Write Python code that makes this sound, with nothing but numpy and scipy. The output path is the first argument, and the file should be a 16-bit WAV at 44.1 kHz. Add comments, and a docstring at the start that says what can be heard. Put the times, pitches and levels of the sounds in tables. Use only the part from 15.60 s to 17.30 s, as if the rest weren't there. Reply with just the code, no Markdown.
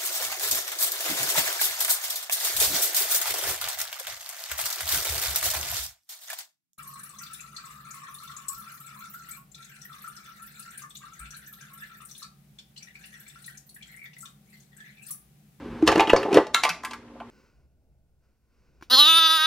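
"""A low appliance hum and a soft rumble come first, as a hand rummages in a kitchen drawer, close by.
A stack of plastic moulds drags and bumps on the panels, exciting their damped modes, and clacks
against the utensils. It chatters up a panel by stick-slip friction and snaps free of a spoon; once
lifted, its loose pieces click together. The drawer and a small kitchen reflect each blow."""
import sys
import numpy as np
from scipy import signal
from scipy.fft import rfft, irfft
from scipy.io import wavfile
from scipy.ndimage import uniform_filter1d

SR = 44100
rng = np.random.default_rng(int(sys.argv[2]) if len(sys.argv) > 2 else 0)


def to_wav(s):
    """Save 16-bit WAV."""
    ch = np.atleast_2d(s).T  # columns
    pcm = np.round(np.clip(ch, -1, 1) * 32767)  # PCM
    wavfile.write(sys.argv[1], SR, pcm.astype(np.int16))


N = 74970
TIME, HZ = np.arange(N) / SR, np.fft.rfftfreq(N, 1 / SR)
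RING_TIME = TIME[:16384]

# Normal modes of the drawer: (frequency [Hz], level [dB], t60 [s])
DRAWER_MODES = [(170, -8, .15), (250, -7, .09), (321, -1, .11), (413, -1, .14), (484, -5, .13),
                (546, 0, .16), (640, -7, .12), (706, -3, .13), (796, -4, .13), (880, -1, .12),
                (985, -9, .13), (1078, -5, .17), (1190, -8, .16), (1265, -9, .14)]
# Spectra of contacts inside and above the drawer: (frequency [Hz], level [dB])
CLACK_SPECTRUM = [(200, -25.5), (600, -8.5), (950, -1), (1800, -0.5), (3100, -6), (4200, -5.5),
                  (5500, -4.5), (8000, -12), (12000, -20), (15500, -27.5)]
CLICK_SPECTRUM = [(200, -25), (500, -14.5), (800, -3.5), (1150, 4), (1800, 0.5), (2500, 3), (4200, -4),
                  (6000, -10), (9000, -13), (13000, -17), (15500, -32.5)]


def amp(db):
    """Decibels to amplitude ratio."""
    return 10 ** (np.asarray(db) / 20)


def unit(x):
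    """Normalisation to rms 1."""
    return x / np.sqrt(np.mean(x ** 2) + 1e-20)


def read(points, hz):
    """Interpolation on a log-frequency axis."""
    f, value = np.transpose(points)
    return np.interp(np.log(hz + 1), np.log(f + 1), value)


def level(points):
    """Amplitude envelope from (time [s], level [dB]) points."""
    return amp(np.interp(TIME, *np.transpose(points)))


def add(mix, s, sound):
    """Superposition: a sound joins the mix at time s."""
    part = mix[max(round(s * SR), 0):][:len(sound)]
    part += sound[:len(part)]


def colour(x, points, size=2048):
    """Minimum-phase filter from (frequency [Hz], gain [dB]) points."""
    log_gain = np.log(amp(read(points, abs(np.fft.fftfreq(size, 1 / SR)))))
    taps = np.fft.ifft(np.exp(np.conj(signal.hilbert(log_gain)))).real[:size // 2]
    return signal.fftconvolve(x, taps)[:len(x)]


def ring(modes, length=1, detune=0., scatter=0.):
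    """Free vibration as damped sines; the place of the blow shifts their pitch and phase a little."""
    hz, db, t60 = np.transpose(modes)[:, :, None]
    shift, phase = rng.uniform(-1.05, 1, (2, len(modes), 1))
    decay = amp(db - 60 * RING_TIME / (t60 * length))
    cycles = hz * (1 + detune * shift) * RING_TIME + scatter * phase
    return (decay * np.sin(2 * np.pi * cycles)).sum(0)


def room_tone():
    """Ambient sound: an appliance's line spectrum over the continuous spectrum of room air."""
    # Hum partials, air spectrum and its stereo difference: (frequency [Hz], level [dB])
    partials = [(59, -63), (119, -65.5), (236.5, -50.5), (296, -58.5), (415, -63), (532, -64.5)]
    air_spectrum = [(15, -41), (25, -29), (115, -10.5), (150, -30), (237, -10), (264, -8.5), (543, -17.5),
                    (588, -24), (927, -19.5), (13500, -45.5), (15000, -89)]
    air_width = [(25, -9), (100, -15.5), (300, -19.5), (1000, -12), (4000, -1.5), (9000, 6)]
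    # Envelope of hum and air: (time [s], level [dB])
    swell = [(0, 6), (.25, 8), (.85, -3), (1.15, -11), (1.3, -2.5), (1.5, -1.5), (1.7, 0)]
    tilt = [(60, -1.5), (700, 4), (3000, 0), (9000, -8.5)]
    air, side = (amp(-51) * unit(colour(colour(noise, air_spectrum), tilt))
                 for noise in rng.standard_normal((2, N)))
    hum = sum(amp(db) * np.sqrt(2) * np.sin(2 * np.pi * (hz * TIME + rng.random()))
              for hz, db in partials)
    return level(swell) * (air + hum) + np.array([[1], [-1]]) * colour(side, air_width)


def handling_rumble():
    """Random vibration from handling, heard as low-frequency noise."""
    # Envelope: (time [s], level [dB])
    swell = [(0, -52), (.11, -40), (.21, -48), (.29, -32), (.35, -49), (.5, -56), (.54, -31.5),
             (.63, -52.5), (.72, -67), (.775, -35), (.85, -55.5), (1.3, -60.5), (1.7, -56.5)]
    # Spectrum: (frequency [Hz], level [dB])
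    spectrum = [(20, -19), (60, -0.5), (110, -2.5), (200, -1), (400, -7), (1000, -55.5)]
    return level(swell) * unit(colour(rng.standard_normal(N), spectrum))


def drag(slips_per_s=4000):
    """Sliding friction: small irregular slips drive the drawer floor's modes and scratch."""
    # Strength of the dragging: (time [s], level [dB])
    effort = [(0, -45.5), (.1, -46.5), (.21, -44), (.3, -26.5), (.43, -22.5), (.46, -42), (.52, -34.5),
              (.6, -26.5), (.67, -35), (.7, -32.5), (.76, -17.5), (.81, -31), (.87, -47.5), (.94, -63),
              (1.7, -82)]
    # Spectrum of the scratch: (frequency [Hz], level [dB])
    scratch = [(100, -13.5), (400, -10.5), (1000, 0), (2800, -13), (6000, -28), (14000, -41)]
    slips = rng.standard_normal(N) * (rng.random(N) < slips_per_s / SR)
    wood = signal.fftconvolve(slips, ring(DRAWER_MODES, length=0.55))[:N]
    wood = colour(wood, [(200, -18), (400, 9), (600, -12), (1200, -13.5)])
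    return level(effort) * (unit(wood) + amp(-8.5) * unit(colour(slips, scratch)))


def grazes(rows, graze_db, lead_s):
    """Friction noise: surfaces slide for an instant around each impact."""
    swell = sum(amp(peak_db + graze_db) * np.exp(-abs(TIME - s) / lead_s) for s, peak_db, *_ in rows)
    return swell * unit(colour(rng.standard_normal(N), CLACK_SPECTRUM))


def contacts(rows, modes, tone, crack_s, rise_s, ring_db, tick_db, spot_db, spot_t60, detune, size=512):
    """Hard impact: a brief force gives a tick, a crack, the struck spot's note and modal ringing."""
    # rows: (time [s], tick [dB], spot pitch [Hz], hollow, body, clack, snap and fizz bands [dB])
    # Centres of those five octave bands: (frequency [Hz])
    centres = [720, 1420, 2850, 5600, 11000]
    out, hz = np.zeros(N), np.fft.rfftfreq(size, 1 / SR)
    bands = [abs(np.log2((hz + 1) / centre)) < .5 for centre in centres]
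    tick = colour(signal.unit_impulse(size), tone)
    for s, peak_db, spot_hz, *band_db in rows:
        crack = rng.choice([-1., 1.], len(RING_TIME)) * np.exp(-RING_TIME / crack_s)
        body = amp(ring_db) * ring(modes, detune=detune, scatter=0.43)
        spot = ring([(spot_hz, spot_db, spot_t60)])
        hit = colour((crack + body + spot) * (1 - np.exp(-RING_TIME / rise_s)), tone)
        power = 2 * abs(rfft(hit[:size]) / size) ** 2
        band_gains = [(f, db - 10 * np.log10(power[band].sum()))
                      for f, db, band in zip(centres, band_db, bands)]
        add(out, s, colour(hit, band_gains))
        add(out, s + rise_s, amp(peak_db + tick_db) * tick / abs(tick).max())
    return out


def utensil_clacks():
    """Impact excitation: the stack strikes the utensils and sets their modes ringing."""
    # Impacts: (time [s], tick [dB], spot pitch [Hz], five band levels [dB])
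    hits = [(0.2239, -37, 2460, -32.5, -44, -49, -51, -61), (0.2684, -4.5, 1940, -29, -43, -30, -46, -46),
            (0.275, -12, 2710, -31, -40, -12.5, -23, -31), (0.2763, 0, 1750, -15, -16.5, -29, -23, -36.5),
            (0.2882, -16, 1844, -25, -17.5, -22.5, -39.5, -47),
            (0.3166, -20, 3030, -26, -22.5, -32, -33, -42.5),
            (0.3252, -20, 2480, -29, -29.5, -24, -42, -52), (0.3583, -2, 2780, -18, -30, -25.5, -44, -50),
            (0.3781, -17, 1910, -23, -27, -37, -37.5, -44.5),
            (0.3952, -23, 2445, -12, -23, -13.5, -35, -46), (0.4059, 6, 2830, -17.5, -31, -15.5, -43, -43),
            (0.472, -30, 3000, -33.5, -51, -25, -49, -60), (0.4766, -12, 3160, -27.5, -33, -37, -47, -54),
            (0.4957, -3, 2810, -25, -28.5, -13.5, -61, -55.5),
            (0.4999, -24, 2576, -20, -23, -17.5, -36, -40.5),
            (0.532, -7, 1713, -13, -19, -34.5, -36.5, -47), (0.5617, -16, 2270, -17.5, -22, -31, -28, -49),
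            (0.6294, -14, 2707, -35, -29.5, -31, -49.5, -52), (0.728, -16, 2490, -51, -32, -28.5, -40, -48),
            (0.7435, 0, 1740, -17.5, -47, -21.5, -31, -35),
            (0.7711, -1, 1917, -19.5, -15.5, -23.5, -37.5, -57.5),
            (0.7808, -24, 1930, -21.5, -25.5, -30, -43.5, -58),
            (0.8674, -42, 2060, -32, -60, -41.5, -45.5, -58.5)]
    # Utensil modes: (frequency [Hz], level [dB], t60 [s])
    modes = [(864, -9, 0.48), (1194, 1, 0.11), (1295, 0.5, 0.061), (1747, 0.5, .13), (2200, -12, .1),
             (2600, -6, 0.023), (2960, 4, 0.026), (3040, 1, 0.036), (3266, -1, 0.1), (3790, 2, 0.074),
             (4380, -3, 0.22), (5290, -4, .1), (5600, -11, 0.19), (6670, -5.5, .1)]
    clacks = contacts(hits, modes, CLACK_SPECTRUM, crack_s=0.0055, rise_s=0.00051, ring_db=-22,
                      tick_db=-14, spot_db=-10, spot_t60=.045, detune=0.0065)
    return amp(-4) * clacks + grazes(hits, graze_db=-34.5, lead_s=0.0045)


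def knocks(thud_s=0.0023):
    """Resonance: each bump thuds and excites the drawer modes near the centre of its spectrum."""
    # Bumps: (time [s], ring [dB], thud [dB], centre [Hz], spread [octaves], ring length [ratio])
    bumps = [(.2255, -6, -42, 315, 0.13, 0.97), (0.2773, -11.5, -12.5, 420, 1, 1.12),
             (.323, -29, -12.5, 880, 0.43, 0.81), (0.356, -13, -11.5, 415, 0.87, 0.51),
             (.371, -23, -15, 315, 0.32, 1.7), (0.378, -7.5, -22, 334, 0.17, 0.27),
             (.3955, -11.5, -19, 810, 0.31, 0.89), (.407, -12, -20.5, 900, 0.2, 1.16),
             (.423, -25, -28, 710, 0.77, 1.8), (0.477, -19.5, -30, 368, 0.43, 0.59),
             (.496, -37, -17, 357, .9, 0.54), (.5335, -7.5, 0.5, 537, 0.43, 1.14),
             (.564, -29.5, -15, 620, 0.47, 1), (0.628, -42, -37, 403, 0.28, 0.57),
             (0.6521, -13.5, -15, 457, 1.25, 0.67), (0.73, -37, -14, 351, .6, .8),
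             (0.744, -20, -30, 347, 0.43, 0.76), (.758, -17.5, -9.5, 396, 0.33, 0.74),
             (0.7706, -3.5, -0.5, 516, 0.98, 0.9), (0.784, -26, -10.5, 455, 0.4, 0.33),
             (1.1, -38, -60, 165.6, 0.17, 1.4), (1.5557, -39.5, -41.5, 670, 1, 0.85),
             (1.609, -31, -33, 800, 0.22, 0.62)]
    out, t = np.zeros(N), RING_TIME
    pulse = t / thud_s * np.exp((1 - (t / thud_s) ** 2) / 2)
    for s, ring_db, thud_db, hz, spread, length in bumps:
        modes = np.array(DRAWER_MODES, float)
        modes[:, 1] -= 20 * np.log10(1 + (np.log2(modes[:, 0] / hz) / spread) ** 4)
        wood = ring(modes, length, detune=0.0082, scatter=0.17) * (1 - np.exp(-t / 0.0016))
        add(out, s, amp(ring_db) * wood / np.linalg.norm(amp(modes[:, 1])))
        add(out, s, amp(thud_db) * pulse * np.sin(2 * np.pi * hz * 0.904 * t))
    return out


def pings():
    """Free decay: a struck metal utensil rings on in thin, high modes."""
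    # Strikes: (time [s], level [dB])
    strikes = [(0.275, -33), (0.5652, -32)]
    # Metal modes: (frequency [Hz], level [dB], t60 [s])
    modes = [(4300, -12, 0.21), (4810, -0.5, 0.089), (4700, 3, 0.086), (5060, -6.5, 0.11), (6620, -14, .1),
             (8650, -24, 0.12)]
    out = np.zeros(N)
    for s, db in strikes:
        add(out, s, amp(db) * ring(modes, detune=0.0033, scatter=.5))
    return out


def thump(s=.536, width_s=0.0036):
    """Low-frequency transient: one short, deep thump is heard at the hardest bump."""
    pulse = np.exp(-((TIME - s) / width_s) ** 2)
    return amp(-19.5) * colour(pulse, [(5, -14), (25, -1), (100, -2), (400, -3)])


def chatter(jitter=0.11):
    """Stick-slip oscillation: the stack groans unevenly as it is pulled up the panel."""
    # Course of the groan: (time [s], pitch [Hz], level [dB])
    groan = [(.67, 396.6, -57.5), (0.686, 404, -20), (.703, 417, -28), (0.721, 389.6, -20.5),
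             (.745, 353, -23.5), (.76, 340, -41)]
    s, hz, db = np.transpose(groan)
    wobble = unit(uniform_filter1d(rng.standard_normal(N), size=120))
    pitch = np.interp(TIME, s, hz) * (1 + jitter * wobble)
    phase = 2 * np.pi * np.cumsum(pitch) / SR
    envelope = amp(np.interp(TIME, s, db)) * (TIME > s[0]) * (TIME < s[-1])
    return envelope * (np.sin(phase) + amp(-6.5) * np.sin(2 * phase))


def spoon_snap():
    """Transient excitation: the stack snaps free of the spoon, which rings briefly."""
    # Release: (time [s], tick [dB], spot pitch [Hz], five band levels [dB])
    hits = [(0.9451, -0.51, 4057, -27.5, -16, -16.5, -18, -29)]
    # Spoon modes: (frequency [Hz], level [dB], t60 [s])
    modes = [(1100, -6, .13), (1270, -1, .15), (1350, 0, .13), (1723, -4, .12), (2094, 2, .12),
             (2755, -1, .11), (3085, -4, .11), (3880, -3, .11), (4115, -1, .11), (4440, -10, .1),
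             (6050, -9, .09), (7400, -10, .08)]
    snap = contacts(hits, modes, CLICK_SPECTRUM, crack_s=0.0017, rise_s=.0008, ring_db=-31,
                    tick_db=2, spot_db=-9, spot_t60=0.016, detune=0.0014)
    return amp(-3) * snap + grazes(hits, graze_db=-26.5, lead_s=0.0027)


def stack_clicks():
    """Rattling: loose pieces of the lifted stack collide and excite its modes."""
    # Collisions: (time [s], tick [dB], spot pitch [Hz], five band levels [dB])
    hits = [(1.035, -4.5, 2314, -19.5, -22, -18.5, -21.5, -32.5),
            (1.0494, -27, 2100, -18, -27.5, -17.5, -31, -36),
            (1.0908, -26, 4045, -46, -25.5, -32, -24.5, -36), (1.0982, -24, 2600, -54, -33, -26, -33, -66),
            (1.2351, -19.5, 1680, -37, -32, -54, -46, -53), (1.2481, -34.5, 1620, -44, -29, -33, -36, -39),
            (1.3092, -27, 3290, -36, -45, -41, -40, -54),
            (1.3331, -26, 1656, -49.5, -34, -39.5, -41.5, -51.5),
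            (1.4803, -46, 2690, -56, -61, -57, -87, -94), (1.6013, -37, 1405, -40.5, -42, -46, -66, -70)]
    # Stack modes: (frequency [Hz], level [dB], t60 [s])
    modes = [(764, -3, .12), (888, 0, .13), (1045, -1, .15), (1170, -3, .16), (1490, -5, .13),
             (2092, -4, .14), (2325, 1, .13), (2520, -4, .11), (3380, -5, .1), (4080, -4, .09),
             (4560, -8, .09), (4970, -7, .08)]
    clicks = contacts(hits, modes, CLICK_SPECTRUM, crack_s=0.0053, rise_s=0.00066, ring_db=-25,
                      tick_db=-15.5, spot_db=-15, spot_t60=0.06, detune=0.0035)
    return amp(-4.5) * clicks + grazes(hits, graze_db=-26.5, lead_s=0.0027)


def echoes(x, t60, onset_s):
    """Reverberation: dense reflections, each band dying at its own rate, wider in the treble."""
    # Stereo difference of the echoes: (frequency [Hz], level [dB])
    width = [(100, -41), (500, -20.5), (1000, -23), (2200, -13.5), (4500, -5), (9000, 3)]
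    hz, t, noise = signal.stft(rng.choice([-1., 1.], (2, SR // 2)), SR, nperseg=256)
    decay = amp(-60 * t / read(t60, hz)[:, None])
    mid, side = signal.istft(noise * decay, SR, nperseg=256)[1]
    side = colour(side, width)
    build_up = 1 - np.exp(-(TIME[:len(mid)] / onset_s) ** 2)
    tail = np.array([mid + side, mid - side]) * build_up
    return signal.fftconvolve(x[None], tail / np.linalg.norm(tail[0]), axes=1)[:, :N]


def stereo_pair(x, right_lag_s=18e-6, size=96):
    """Decorrelation: two close receivers are alike in the bass, scattered apart in the treble."""
    # Stereo difference of the direct sound: (frequency [Hz], level [dB])
    width = [(60, -31), (250, -41), (500, -24), (1000, -23.5), (2000, -17.5), (4000, -17.5), (8000, -7.5),
             (14000, -2.5)]
    scatter = irfft(np.exp(2j * np.pi * rng.random(size // 2 + 1)))
    side = colour(signal.fftconvolve(x, scatter)[:N], width)
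    right = irfft(rfft(x) * np.exp(-2j * np.pi * HZ * right_lag_s), N)
    return np.array([x + side, right - side])


def scene():
    """Superposition of direct sound, the drawer's and kitchen's reflections, and the background."""
    # Panel radiation, weak in the deep bass: (frequency [Hz], gain [dB])
    radiation = [(25, -25), (70, -5), (150, -0.5), (4000, 0.5)]
    # Reverberation times of drawer and kitchen: (frequency [Hz], t60 [s])
    drawer_t60 = [(200, 0.11), (1000, 0.12), (4000, 0.042), (14000, 0.057)]
    kitchen_t60 = [(150, 0.12), (500, 0.43), (1200, 0.37), (3000, 0.31), (7000, .3), (14000, 0.18)]
    wood = colour(amp(-0.5) * knocks() + drag() + chatter(), radiation)
    inside = utensil_clacks() + pings()
    above = spoon_snap() + stack_clicks()
    drawer = echoes(amp(-12) * wood + amp(-8.5) * inside + amp(-2.5) * above, drawer_t60, 0.0019)
    kitchen = echoes(amp(-19) * wood + amp(-10) * inside + amp(-8) * above, kitchen_t60, 0.0076)
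    direct = stereo_pair(wood + inside + above)
    return direct + drawer + kitchen + thump() + room_tone() + handling_rumble()


def record(dry, edge_hz=15800):
    """Hard clipping of peaks beyond full scale, then band limiting."""
    low_pass = signal.firwin(255, edge_hz, window=("kaiser", 9), fs=SR)
    return signal.oaconvolve(np.clip(dry, -1, 1), low_pass[None], "same")


dry = scene()
out = record(dry)
to_wav(out)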